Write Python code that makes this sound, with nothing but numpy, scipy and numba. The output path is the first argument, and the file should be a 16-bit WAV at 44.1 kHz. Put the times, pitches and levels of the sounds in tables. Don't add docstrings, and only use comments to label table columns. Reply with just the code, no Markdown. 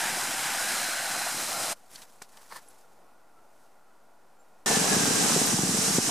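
import sys
import numpy as np
from scipy import signal
from scipy.fft import rfft, irfft, next_fast_len
from scipy.io import wavfile
from scipy.ndimage import uniform_filter1d
from numba import njit

SR = 44100
rng = np.random.default_rng(int(sys.argv[2]) if len(sys.argv) > 2 else 0)


def put_to_file(sound):
    columns = np.atleast_2d(sound).T
    safe = np.clip(columns, -1, 1)
    whole_steps = np.round(safe * 32767)
    wavfile.write(sys.argv[1], SR, whole_steps.astype(np.int16))


N = 269010
TIME = np.arange(N) / SR
LEAVE_END_S, RIDE_START_S = 1.728, 4.660

# t/s, f/Hz
LEAVING_PITCH = [(0, 1690), (1.27, 1480), (1.73, 1270)]
# t/s, level/dB
LEAVING_SPRAY = [(0, -31.5), (0.16, -33.3), (0.33, -32.5), (0.45, -31.5), (0.55, -33.0), (0.77, -31),
                 (0.92, -33), (0.98, -35), (1.08, -33.5), (1.16, -34), (1.29, -33), (1.36, -35),
                 (1.46, -32.5), (1.57, -33.5), (1.7, -32)]
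# multiple of the lowest, filter width/Hz, gain/dB
GRIND_MODES = [(1, 258, -7.5), (1.94, 410, -6), (2.45, 2320, -5)]
# middle t/s, half-width/s, gain/dB
GRIND_GROWLS = [(.22, .05, 3), (.49, .03, -0.5), (.76, 0.054, -6), (1.15, .035, 1.5), (1.55, 0.02, 5.5),
                (1.68, 0.057, 3)]
# f/Hz, relative level/dB
FAR_HISS_EQ = [(450, -16.5), (560, -2), (900, 0), (1150, 0.5), (2000, -0.5), (2700, -2.5), (3650, -3.5),
               (4100, 1), (4400, -6.5), (4800, 1.5), (6000, -0.5), (8700, 1), (11000, -3.5), (14500, -12.5),
               (16000, -25)]
FAR_RUMBLE_EQ = [(25, -7), (62, -42), (110, -3.5), (220, 1), (330, 0.5), (440, -6), (540, 2.5), (700, -40),
                 (1500, -28)]
# middle t/s, half-width/s, level/dB
RIDGE_SWELLS = [(.15, 0.044, -46.5), (.295, 0.017, -43.5), (.68, 0.1, -49), (1.15, 0.033, -47),
                (1.38, .03, -45), (1.56, 0.14, -47.5)]
LABOUR_SWELLS = [(.03, 0.058, -47), (.66, 0.035, -42), (.98, 0.098, -42), (1.57, 0.045, -43)]
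# t/s, f/Hz
DIP_PATH = [(.95, 4700), (1.1, 3950), (1.22, 3320), (1.42, 2950)]
# t/s, level/dB, f/Hz, nominal width/Hz, t60/s
CRUST_CLACKS = [(1.143, -33, 1250, 600, .07), (1.264, -26, 790, 300, 0.044), (4.698, -27, 740, 400, 0.081),
                (4.935, -26.5, 810, 250, 0.11), (5.294, -27.5, 830, 350, .06), (5.358, -25, 434, 160, 0.13),
                (5.413, -25, 770, 400, 0.04), (5.462, -26, 12500, 3500, .04), (5.581, -24, 900, 350, 0.045),
                (5.707, -27.5, 900, 350, 0.046), (5.984, -26, 710, 400, 0.036),
                (6.088, -25.5, 706, 400, 0.084)]
GEAR_TAPS = [(1.860, -53, 6000, 9000, 0.026), (1.956, -35.5, 4260, 4500, 0.041),
             (2.017, -41, 4000, 6000, 0.05), (2.2165, -33.5, 1100, 900, 0.029),
             (2.219, -32, 6650, 9000, 0.03), (2.217, -35, 280, 500, 0.021), (2.230, -50, 5000, 9000, 0.083),
             (2.371, -36.5, 2290, 7000, 0.02), (2.512, -45, 990, 700, .04), (2.521, -34, 950, 800, 0.032),
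             (2.683, -47, 10960, 400, 0.056), (2.685, -53, 7850, 400, .05)]
# f/Hz, relative level/dB
AIR_MID_EQ = [(25, -11), (60, -13), (130, -11), (220, -4.5), (340, -5.5), (520, -2), (780, 1.5), (1200, -7),
              (1700, -14), (2300, -17.5), (3200, -22), (4300, -22), (5000, -21.5), (9500, -22),
              (15500, -28)]
AIR_SIDE_EQ = [(60, -26), (130, -14), (220, 1), (500, -4), (780, -2), (1200, -5), (1800, -13), (3200, -17),
               (9500, -20), (15000, -24)]
# f/Hz, filter width/Hz, level/dB
AIR_TONES = [(1404, 160, -72.5), (1930, 160, -85), (2540, 160, -89)]
# middle t/s, half-width/s, level/dB
SLEEVE_STROKES = [(1.79, 0.14, -64.5), (1.948, 0.022, -50), (1.995, .012, -51), (2.026, 0.015, -50),
                  (2.11, 0.08, -63), (2.44, 0.13, -58.5), (2.545, 0.025, -47.5), (2.69, 0.1, -62),
                  (3.62, 0.077, -70), (4.55, 0.089, -76)]
# f/Hz, relative level/dB
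SLEEVE_EQ = [(300, -4), (1500, -4), (3200, -6), (5500, -3.5), (8000, -2.5), (11000, -4), (15000, -13)]
BOOT_EQ = [(100, -18), (330, -25), (480, -10), (750, 1), (1000, 0), (1220, -1), (1450, 0), (1850, 0),
           (2300, -9), (2900, -16), (4500, -6), (8000, -21)]
# start t/s, hold/s, level/dB
BOOT_PRESSES = [(1.943, 0.10, -57.5), (2.322, 0.17, -63.5), (2.502, 0.063, -45.5)]
# f/Hz, width/Hz, gain/dB
CREAK_MODES = [(1010, 120, -6), (1520, 90, -16), (1760, 77, -12)]
# t/s, level/dB
PIP_CUES = [(3.09, -69), (3.385, -62), (3.885, -66)]
# t/s, level/dB
RIDE_SPRAY = [(4.7, -27), (4.83, -28.0), (4.93, -27.5), (5.1, -28), (5.3, -26.5), (5.46, -27.0), (5.6, -30),
              (5.88, -27.5), (6.08, -29)]
# f/Hz, relative level/dB
NEAR_HISS_EQ = [(2590, -34), (4400, -7.5), (4790, -3), (5520, 0), (8450, -0.5), (13000, -15.5),
                (14600, -24), (15500, -46)]
CRUNCH_EQ = [(900, -10), (1500, 4.5), (2200, 0.5), (3000, 1.5), (3600, -0.5), (4080, 3), (4400, -5.5),
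             (5500, -18), (9000, -30)]
SCRAPE_EQ = [(250, -28), (370, 1.5), (440, 9.5), (540, 1.5), (640, 3), (790, 7.5), (920, 2.5), (1300, -0.5),
             (1700, -21), (3000, -28)]
DRUM_EQ = [(25, -33), (55, -43), (85, -12), (120, -3.5), (175, 4.5), (280, 3), (360, -6.5), (500, -38),
           (1000, -56)]
# t/s, f/Hz, level/dB
RIDE_WHINE = [(4.66, 1810, -35.5), (4.77, 1735, -39), (4.85, 1695, -43), (4.93, 1665, -35),
              (4.98, 1630, -45), (5.02, 1605, -37), (5.07, 1570, -42), (5.12, 1620, -42), (5.17, 1615, -38),
              (5.23, 1570, -45), (5.26, 1380, -45), (5.30, 1310, -39.5), (5.37, 1240, -52),
              (5.5, 1187, -53)]
# t/s, level/dB, f/Hz
SNOW_LUMPS = [(4.700, -23, 196), (4.768, -20, 225), (4.964, -17, 213), (5.019, -24, 290), (5.073, -22, 250),
              (5.106, -21, 277), (5.136, -22, 201), (5.175, -32, 215), (5.235, -24.5, 216),
              (5.359, -22, 187), (5.414, -18.5, 245), (5.443, -25, 257), (5.482, -26.5, 241),
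              (5.531, -21.5, 225), (5.539, -21, 153), (5.589, -19.5, 205), (5.633, -15, 188),
              (5.69, -24, 173), (5.71, -28, 240), (5.745, -20, 209), (5.785, -21.5, 193),
              (5.879, -22.5, 212), (5.904, -23.5, 204), (5.947, -23, 188), (5.983, -9.5, 236)]
# multiple of the lump's pitch, t60/s, relative level/dB
HULL_MODES = [(.68, .04, -4), (1, 0.027, 15.5), (1.5, 0.023, 11.5), (3.4, .014, -12)]


def undb(db):
    return 10 ** (np.asarray(db) / 20)


def unit(x):
    return x / np.sqrt(np.mean(x ** 2))


def curves(table):
    s, *columns = np.transpose(table)
    return [np.interp(TIME, s, c) for c in columns]


def swell(middle_s, width_s):
    return 1 / np.cosh(np.clip((TIME - middle_s) / width_s, -30, 30))


def swells(table):
    return np.sqrt(sum((undb(db) * swell(s, width)) ** 2 for s, width, db in table))


def step(middle_s, time_s):
    return (1 + np.tanh((TIME - middle_s) / time_s)) / 2


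def walk(rate_hz):
    k = max(int(SR / rate_hz), 1)
    steps = np.repeat(rng.standard_normal(N // k + 1), k)[:N]
    return 1.64 * uniform_filter1d(uniform_filter1d(steps, k), k)


def grains(per_s, spread_db):
    hit = rng.random((2, N)) < per_s / SR
    return hit * rng.standard_normal((2, N)) * undb(spread_db * rng.standard_normal((2, N)))


def colour(x, eq):
    hz, db = np.transpose(eq)
    size = next_fast_len(N)
    f = np.maximum(np.fft.rfftfreq(size, 1 / SR), 1)
    gain = undb(np.interp(np.log(f), np.log(hz), db))
    return unit(irfft(rfft(x, size) * gain, size)[..., :N])


@njit
def svf(x, hz, width):
    y, band, low = np.empty(len(x)), 0., 0.
    for i in range(len(x)):
        g, k = np.tan(np.pi * hz[i] / SR), width / hz[i]
        v = (band + g * (x[i] - low)) / (1 + g * (g + k))
        band, low, y[i] = 2 * v - band, low + 2 * g * v, k * v
    return y


def ring(x, hz, width):
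    return np.array([svf(c, hz * np.ones(len(c)), float(width)) for c in x])


def steep_ring(x, hz, width):
    return unit(ring(ring(x, hz, width), hz, width))


def stereo(pair, side_db, pan_db=0):
    mid, side = pair[0], pair[1] * undb(side_db)
    return np.array([(mid + side) * undb(pan_db / 2), (mid - side) * undb(-pan_db / 2)])


def grinding(start_hz=820, fade_db_per_s=1.15):
    speed, = curves(LEAVING_PITCH)
    lowest_hz = start_hz * (speed / speed[0]) ** .65
    modes = []
    for multiple, width, db in GRIND_MODES:
        hz = multiple * lowest_hz * (1 + 0.029 * walk(24.93))
        modes.append(steep_ring(grains(7000, 1.33), hz, width) * undb(db + 0.56 * walk(21.7)))
    growl_db = sum(db * swell(s, width) for s, width, db in GRIND_GROWLS)
    dull_db = -6.5 * step(1.32, 0.034)
    grind = modes[0] * undb(growl_db) + sum(modes[1:]) * undb(dull_db)
    return stereo(grind, side_db=-25.5) * undb(-0.33 - fade_db_per_s * TIME)


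def far_snow():
    spray_db, = curves(LEAVING_SPRAY)
    crust_db = 0.45 * walk(34.94)
    grind = grinding()
    hiss = stereo(colour(grains(22000, 0.95), FAR_HISS_EQ), side_db=-18) * undb(0.72)
    return (grind + hiss) * undb(spray_db + crust_db)


def far_rumble(fade_db_per_s=5.5):
    heave = np.hypot(undb(-47 - fade_db_per_s * TIME), swells(RIDGE_SWELLS))
    return stereo(colour(grains(900, 2.2), FAR_RUMBLE_EQ), side_db=-19) * heave


def gear_tone(hz, rough, flicker_db):
    phase = 2 * np.pi * np.cumsum(hz * (1 + rough * walk(260))) / SR
    return np.sqrt(2) * np.sin(phase + np.array([[0], [.25]])) * undb(flicker_db * walk(90))


def far_drive():
    hz, = curves(LEAVING_PITCH)
    return gear_tone(hz * (1 + 0.0152 * walk(70)), rough=0.0182, flicker_db=2) * swells(LABOUR_SWELLS)


def track_frame(start_s=0.73, fade_db_per_s=7.5):
    envelope = step(start_s, .05) * undb(-42.5 - fade_db_per_s * (TIME - start_s))
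    return stereo(steep_ring(grains(4000, 2.2), hz=4150, width=380), side_db=-29) * envelope


def sliding_dip(snow, depth_db=-2.5):
    hz, = curves(DIP_PATH)
    cut = 1 - undb(depth_db * swell(1.2, .2))
    return snow - ring(snow, hz, width=500) * cut


def knocks(table, side_db, attack_s=0.0024):
    age = np.arange(SR // 6) / SR
    attack = 1 - np.exp(-age / attack_s)
    out = np.zeros((2, N + len(age)))
    for s, db, hz, width, t60 in table:
        burst = steep_ring(rng.standard_normal((2, len(age))), hz, 1.16 * width)
        out[:, int(s * SR):][:, :len(age)] += burst * attack * undb(db - 60 * age / t60)
    return stereo(out[:, :N], side_db)


def wood_air():
    mid = colour(rng.standard_normal(N), AIR_MID_EQ)
    side = colour(rng.standard_normal(N), AIR_SIDE_EQ)
    air = stereo([mid, side], side_db=-14) * undb(-61.5 + .5 * walk(5.43))
    tones = sum(steep_ring(rng.standard_normal((2, N)), hz, width) * undb(db + 1.5 * walk(25))
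                for hz, width, db in AIR_TONES)
    return air + stereo(tones, side_db=-20)


def jacket_and_boot(attack_s=0.013, release_s=0.021):
    slips_db = 1.5 * walk(110)
    swish = colour(grains(12000, 1), SLEEVE_EQ) * swells(SLEEVE_STROKES)
    weight = np.zeros(N)
    for s, hold, db in BOOT_PRESSES:
        press = np.clip((TIME - s) / attack_s, 0, 1)
        release = np.exp(-np.maximum(TIME - s - hold, 0) / release_s)
        weight += undb(db) * press * release
    creak = sum(unit(ring(grains(1500, 2), hz, width)) * undb(db) for hz, width, db in CREAK_MODES)
    crunch = colour(grains(3500, 2.9), BOOT_EQ) * undb(-1.5)
    return stereo((swish + (crunch + creak) * weight) * undb(slips_db), side_db=-17.5)


def pips(hz=1340, width_s=0.012):
    phase = 2 * np.pi * np.cumsum(hz * (1 + 0.0245 * walk(150))) / SR
    return np.sqrt(2) * np.sin(phase) * swells([(s, width_s, db) for s, db in PIP_CUES])


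def bird(at_s=4.408, db=-68):
    hz = 7150 + 250 * np.tanh((TIME - at_s) / .016 + 1) + 35 * walk(200)
    return np.sqrt(2) * np.sin(2 * np.pi * np.cumsum(hz) / SR) * undb(db) * swell(at_s, 0.01)


def hull_pressure(dig_lead_s=0.0092, lift_lag_s=0.013):
    return sum(undb(db) * (9 * swell(s - dig_lead_s, 0.014) - 12.5 * swell(s + lift_lag_s, 0.013))
               for s, db, _ in SNOW_LUMPS)


def near_snow(scrape_fade_db_per_s=5.5):
    age = np.maximum(TIME - RIDE_START_S, 0)
    spray_db, = curves(RIDE_SPRAY)
    crunch_db = spray_db - 5.5 - 2.5 * step(5.3, 0.12)
    scrape_db = spray_db - 4.5 - scrape_fade_db_per_s * age
    rough_stretch = undb(-32.5) * swell(5.17, 0.71)
    hiss = stereo(colour(grains(30000, 1.4), NEAR_HISS_EQ), side_db=-5.5, pan_db=-1.7)
    crunch = stereo(colour(grains(12000, 1.3), CRUNCH_EQ), side_db=-3, pan_db=-1.3) * undb(crunch_db)
    scrape = stereo(colour(grains(3000, 1.6), SCRAPE_EQ), side_db=-2, pan_db=5.5) * undb(scrape_db)
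    drum = stereo(colour(grains(1200, 4.3), DRUM_EQ), side_db=-11.5) * rough_stretch
    snow = hiss * undb(spray_db + 0.37) + crunch + scrape + drum
    return snow * undb(hull_pressure() + 0.19 * walk(35))


def near_drive():
    hz, db = curves(RIDE_WHINE)
    hum = steep_ring(rng.standard_normal((2, N)), hz / 4, width=55)
    whine = gear_tone(hz, rough=0.0104, flicker_db=2.5) * undb([[1.5], [-1.5]])
    return (whine + stereo(hum, side_db=-2, pan_db=10) * undb(-5)) * undb(db)


def hull_bumps(low_cut_hz=113):
    out = np.zeros(N)
    for s, db, hz in SNOW_LUMPS:
        age = np.maximum(TIME[int(s * SR):][:SR // 10] - s, 0)
        thud = sum(undb(mode_db - 60 * age / t60) * np.sin(2 * np.pi * multiple * hz * age)
                   for multiple, t60, mode_db in HULL_MODES)
        contact_s = .00022 / undb(db)
        thud *= 1 - np.exp(-(age / contact_s) ** 2)
        thud = uniform_filter1d(np.pad(thud, 16), size=26)[:len(age)]
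        out[int(s * SR):][:len(age)] += undb(db + 0.5) * thud / np.abs(thud).max()
    return signal.sosfilt(signal.butter(4, low_cut_hz, "high", fs=SR, output="sos"), out)


def scene(cut_fade_s=0.0051):
    away = np.exp(-np.maximum(TIME - LEAVE_END_S, 0) / cut_fade_s)
    aboard = uniform_filter1d(1. * (TIME > RIDE_START_S), size=40)
    parked = 1 - away - aboard
    leaving = sliding_dip(far_snow()) + track_frame() + far_rumble() + far_drive()
    riding = near_snow() + near_drive() + hull_bumps()
    clacks = knocks(CRUST_CLACKS, side_db=-21)
    standing = wood_air() + pips() + bird() + jacket_and_boot() + knocks(GEAR_TAPS, side_db=-33)
    return away * leaving + parked * standing + aboard * riding + clacks


def record(dry, offset=-.0019, top_hz=15400):
    return signal.sosfilt(signal.ellip(10, .2, 80, top_hz, fs=SR, output="sos"), dry + offset)


dry = scene()
out = record(dry)
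put_to_file(out)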